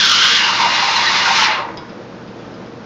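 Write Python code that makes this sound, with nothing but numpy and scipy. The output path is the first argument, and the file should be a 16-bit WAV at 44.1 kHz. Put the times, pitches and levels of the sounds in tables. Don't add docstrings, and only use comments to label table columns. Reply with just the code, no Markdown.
import sys
import numpy as np
from scipy import signal
from scipy.fft import rfft, irfft, next_fast_len
from scipy.io import wavfile

SR = 44100
rng = np.random.default_rng(int(sys.argv[2]) if len(sys.argv) > 2 else 0)


def wav_record(signal):
    frames = np.transpose(np.atleast_2d(signal))
    bounded = np.clip(frames, -1, 1)
    quanta = np.round(bounded * 32767).astype(np.int16)
    wavfile.write(sys.argv[1], SR, quanta)


N = 125685
T = np.arange(N) / SR
ROOM_T60_S = .29


def from_db(db):
    return 10 ** (np.asarray(db) / 20)


def rms_one(x):
    return x / np.sqrt(np.mean(x ** 2) + 1e-20)


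def in_time(rows):
    times, *columns = np.transpose(rows)
    return [np.interp(T, times, column) for column in columns]


def butter(order, hz, kind="low"):
    return signal.butter(order, hz, kind, fs=SR, output="sos")


def drift(rate_hz):
    hop, run_in = 40, 2000
    pole = np.exp(-2 * np.pi * rate_hz * hop / SR)
    noise = rng.standard_normal(N // hop + run_in + 2)
    slow = signal.lfilter([1], [1, -2 * pole, pole * pole], noise)[run_in:]
    return np.interp(np.arange(N) / hop, np.arange(len(slow)), rms_one(slow))


def colour(x, spectrum):
    hz, db = np.transpose(spectrum)
    size = next_fast_len(N)
    bins_hz = np.maximum(np.fft.rfftfreq(size, 1 / SR), 1)
    gain = from_db(np.interp(np.log(bins_hz), np.log(hz), db))
    return rms_one(irfft(rfft(x, size) * gain, size)[:N])


def resonate(x, hz, width_hz):
    radius = np.exp(-np.pi * width_hz / SR)
    feedback = [1, -2 * radius * np.cos(2 * np.pi * hz / SR), radius * radius]
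    return rms_one(signal.lfilter([1, 0, -1], feedback, x + 1e-18))


def collapses(per_s, spread_db):
    sizes = from_db(spread_db * np.minimum(rng.exponential(1, N), 4)) * rng.choice([-1, 1], N)
    return rms_one(sizes * (rng.random(N) < per_s / SR))


def gliding(hz, width_hz):
    noise_a, noise_b = signal.sosfilt(butter(2, width_hz / 2), rng.standard_normal((2, N)))
    phase = 2 * np.pi * np.cumsum(hz) / SR
    return rms_one(noise_a * np.cos(phase) + noise_b * np.sin(phase))


def dying(after_s):
    return from_db(-60 * np.maximum(T - after_s, 0) / ROOM_T60_S)


def steam(hiss_db=-5, cup_db=-7, treble_hz=3880, treble_lift_db=11, shallow_dip_db=-2.5):
    # (time [s], level [dB], treble gain before the lift [dB])
    jet_envelope = [(0, -12.5, -4), (.1, -16, 0), (.27, -12.5, -4.5), (.4, -11.5, -8.5), (.52, -16, -7.5),
                    (.65, -15.5, -9), (.78, -12, -11), (.87, -15, -8.5), (1.03, -13.5, -9),
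                    (1.2, -12.5, -10.5), (1.33, -14, -6.5), (1.38, -11, -7), (1.44, -14.5, -4),
                    (1.52, -13, -24), (1.61, -24.5, -20.5), (1.67, -38.5, -40)]
    # (frequency [Hz], relative level [dB])
    hiss_colour = [(300, -25), (600, -16), (950, -3), (1400, -6.5), (2050, -2), (3500, -6.5), (4000, -9),
                   (5400, -9), (6300, -16.5), (7500, -21.5), (9000, -16.5)]
    # (frequency [Hz], width [Hz], relative level [dB])
    cup_modes = [(1189, 34, -6.5), (1459.4, 17, -6), (1584, 17, -9), (1869, 84, -6), (2073, 23, -4),
                 (2485, 35, -8.5), (2837, 49, -2), (3518, 130, -3.5), (3997, 390, -1), (4227, 146, -5),
                 (4760, 90, -7), (5223, 310, -7.5), (6026, 65, -13)]
    level_db, treble_db = in_time(jet_envelope)
    hiss = colour(rng.standard_normal(N) + .37 * collapses(per_s=2500, spread_db=-1.5), hiss_colour)
    cup = sum(from_db(db) * resonate(rng.standard_normal(N), hz, width) for hz, width, db in cup_modes)
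    cup = signal.sosfilt(butter(2, [900, 6200], "band"), rms_one(cup))
    jet = from_db(hiss_db) * hiss + from_db(cup_db) * cup
    body = signal.sosfiltfilt(butter(2, treble_hz), jet)
    treble = (jet - body) * from_db(treble_db + treble_lift_db)
    sunk_s, sinking_s = .59, .18
    shallow = np.clip((sunk_s - T) / sinking_s, 0, 1)
    lows = signal.sosfiltfilt(butter(3, hz=850), body)
    body = (body - shallow * lows) * from_db(shallow_dip_db * shallow + .5 * drift(25))
    return (body + treble) * from_db(level_db + .71 * drift(33)) * dying(jet_envelope[-1][0])


def screech(lower_db=-4.5):
    # (time [s], lower resonance [Hz], upper resonance [Hz], level [dB])
    glide = [(0, 1589, 3400, -16), (.06, 1532, 3350, -16.5), (.13, 1319, 3100, -15.5),
             (.19, 1340, 3030, -18), (.235, 1427, 3150, -12.5), (.285, 1310, 3130, -17.5),
             (.345, 1718, 3450, -18.5), (.39, 1612, 2873, -21.5), (.46, 1617, 2850, -21),
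             (.56, 1185, 2850, -27.5)]
    lower_hz, upper_hz, level_db = in_time(glide)
    pair = from_db(lower_db) * gliding(lower_hz, width_hz=300) + gliding(upper_hz, width_hz=390)
    return pair * from_db(level_db) * dying(glide[-1][0])


def valve_closing():
    # (time [s], frequency [Hz], level [dB])
    sweep = [(1.34, 4100, -32.5), (1.38, 3400, -31), (1.425, 2950, -18), (1.475, 1900, -22),
             (1.53, 1300, -30.5), (1.58, 1100, -23), (1.68, 900, -34.5)]
    hz, level_db = in_time(sweep)
    gate = (T > sweep[0][0]) * dying(sweep[-1][0])
    return gliding(hz, width_hz=400) * from_db(level_db) * gate


def churn(trim_db=-.5, wander=.04):
    # (time [s], level before the trim [dB])
    churn_envelope = [(0, -38), (.37, -35.5), (.46, -22.5), (.56, -21.5), (.64, -19.5), (.72, -28),
                      (.85, -20.5), (.95, -23.5), (1.33, -23.5), (1.39, -19.5), (1.5, -26), (1.56, -34),
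                      (1.62, -31.5), (1.7, -38), (1.9, -46.5)]
    # (frequency [Hz], width [Hz], relative level [dB])
    pocket_modes = [(590, 220, -9.5), (811, 86, -3.5), (856.4, 72, 1), (986, 60, 0), (1207, 290, -3.5)]
    level_db, = in_time(churn_envelope)
    pops = collapses(per_s=900, spread_db=6)
    rings = sum((-1) ** k * from_db(db) * resonate(pops, hz, width)
                for k, (hz, width, db) in enumerate(pocket_modes))
    rings = signal.sosfilt(butter(2, [650, 1600], "band"), rings)
    speed = 1 + wander * drift(14)
    rings = np.interp(np.cumsum(speed) / SR, T, rings)
    return rms_one(rings) * from_db(level_db + trim_db) * dying(churn_envelope[-1][0])


def gurgles(sigma_s=.012, rise_per_s=.54, wobble=.03):
    # (peak time [s], pitch [Hz], peak level [dB])
    bubbles = [(0.594, 1150, -20), (0.641, 906, -12), (.675, 679, -23.5), (0.756, 3800, -18.5),
               (.787, 2020, -21), (.967, 4115, -15), (1.076, 1820, -15.5), (1.074, 3944, -16),
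               (1.275, 1410, -16.5), (1.366, 2446, -19), (1.394, 1332, -15), (1.488, 867, -16.5),
               (1.52, 638, -29), (1.6, 572, -30), (1.66, 552, -31)]
    out = np.zeros(N)
    for peak_s, hz, db in bubbles:
        pitch_hz = hz * (1 + rise_per_s * (T - peak_s) + wobble * drift(120))
        swell = np.exp(-.5 * ((T - peak_s) / sigma_s) ** 2)
        out += from_db(db) * swell * np.sin(2 * np.pi * np.cumsum(pitch_hz) / SR)
    return out


def foam(per_s=500, pitches=14, q=11, peak_db=-23.5, peak_s=1.406, fade_db_per_s=54):
    fizz = sum(resonate(collapses(per_s / pitches, spread_db=3), hz, hz / q)
               for hz in np.geomspace(944, 2190, pitches))
    swell = np.minimum(T / peak_s, 1)
    return rms_one(fizz) * swell * from_db(peak_db - fade_db_per_s * np.maximum(T - peak_s, 0))


def taps(scuff_attack_s=.003, scuff_t60_s=.13):
    # (time [s], level [dB], ring send [dB])
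    touches = [(1.773, -33, 4), (1.894, -37.5, -5), (2.014, -59, -14), (2.276, -37.5, -11),
               (2.457, -43, -15), (2.541, -41.5, -4), (2.661, -44, -3)]
    # (frequency [Hz], relative level [dB], T60 [s])
    wand_modes = [(1997, -21.5, 0.053), (3360, -8, .07), (3820, -7, .06), (4900, 0, 0.043), (5060, -7, .08),
                  (5230, -6, 0.057), (5200, -16, .06)]
    # (frequency [Hz], relative level [dB])
    scuff_colour = [(300, 20.5), (1000, 5.5), (2200, 3.5), (3500, 8), (5500, -8), (8000, -28.5)]
    noise = colour(rng.standard_normal(N), scuff_colour)
    out = np.zeros(N)
    for start_s, db, ring_db in touches:
        age = np.maximum(T - start_s, 0)
        scuff = noise * np.minimum(age / scuff_attack_s, 1) * from_db(-60 * age / scuff_t60_s)
        ring = sum(from_db(mode_db - 60 * age / t60) * np.sin(2 * np.pi * hz * age)
                   for hz, mode_db, t60 in wand_modes)
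        out += from_db(db) * (scuff + from_db(ring_db) * ring)
    return out


def room(x, wet_db=-6, damping_hz=3550, predelay_s=.004):
    tail = rng.standard_normal(N) * dying(0) * (T > predelay_s)
    tail = signal.sosfilt(butter(1, damping_hz), tail)
    wet = signal.fftconvolve(x, tail)[:N]
    return from_db(wet_db) * np.std(x) * rms_one(wet)


def machines(bed_db=-33.5):
    # (frequency [Hz], RMS level [dB])
    hum_tones = [(118.4, -47), (193.8, -48.5), (468.3, -47.5)]
    # (frequency [Hz], relative level [dB])
    bed_colour = [(15, -46.5), (25, -21.5), (86, -16), (107, -13.5), (190, -1), (241, -3), (265, -7.5),
                  (345, -2.5), (428, -10.5), (471, -1.5), (518, -9), (556, -7), (706, -12), (1550, -17.5),
                  (2120, -23.5), (5370, -31.5), (7500, -42.5), (9750, -67.5), (16500, -120)]
    hum = np.zeros(N)
    for hz, db in hum_tones:
        amplitude = np.sqrt(2) * from_db(db + 1.1 * drift(7.2))
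        hum += amplitude * np.sin(2 * np.pi * hz * T + .26 * drift(4.5))
    bed = colour(rng.standard_normal(N), bed_colour)
    return hum + bed * from_db(bed_db + .5 * drift(5.7))


def scene():
    near = steam() + screech() + valve_closing() + churn() + gurgles() + foam() + taps()
    return (near + room(near) + machines())[None]


def record(dry):
    ceiling, top_hz, stopband_hz = .74, 6940, 16800
    rounded = dry / (1 + (dry / ceiling) ** 10) ** (1 / 10)
    dulled = signal.sosfilt(butter(16, top_hz), rounded)
    clipped = np.clip(dulled, -ceiling, ceiling)
    return signal.sosfilt(signal.cheby2(12, 60, stopband_hz, fs=SR, output="sos"), clipped)


dry = scene()
out = record(dry)
wav_record(out)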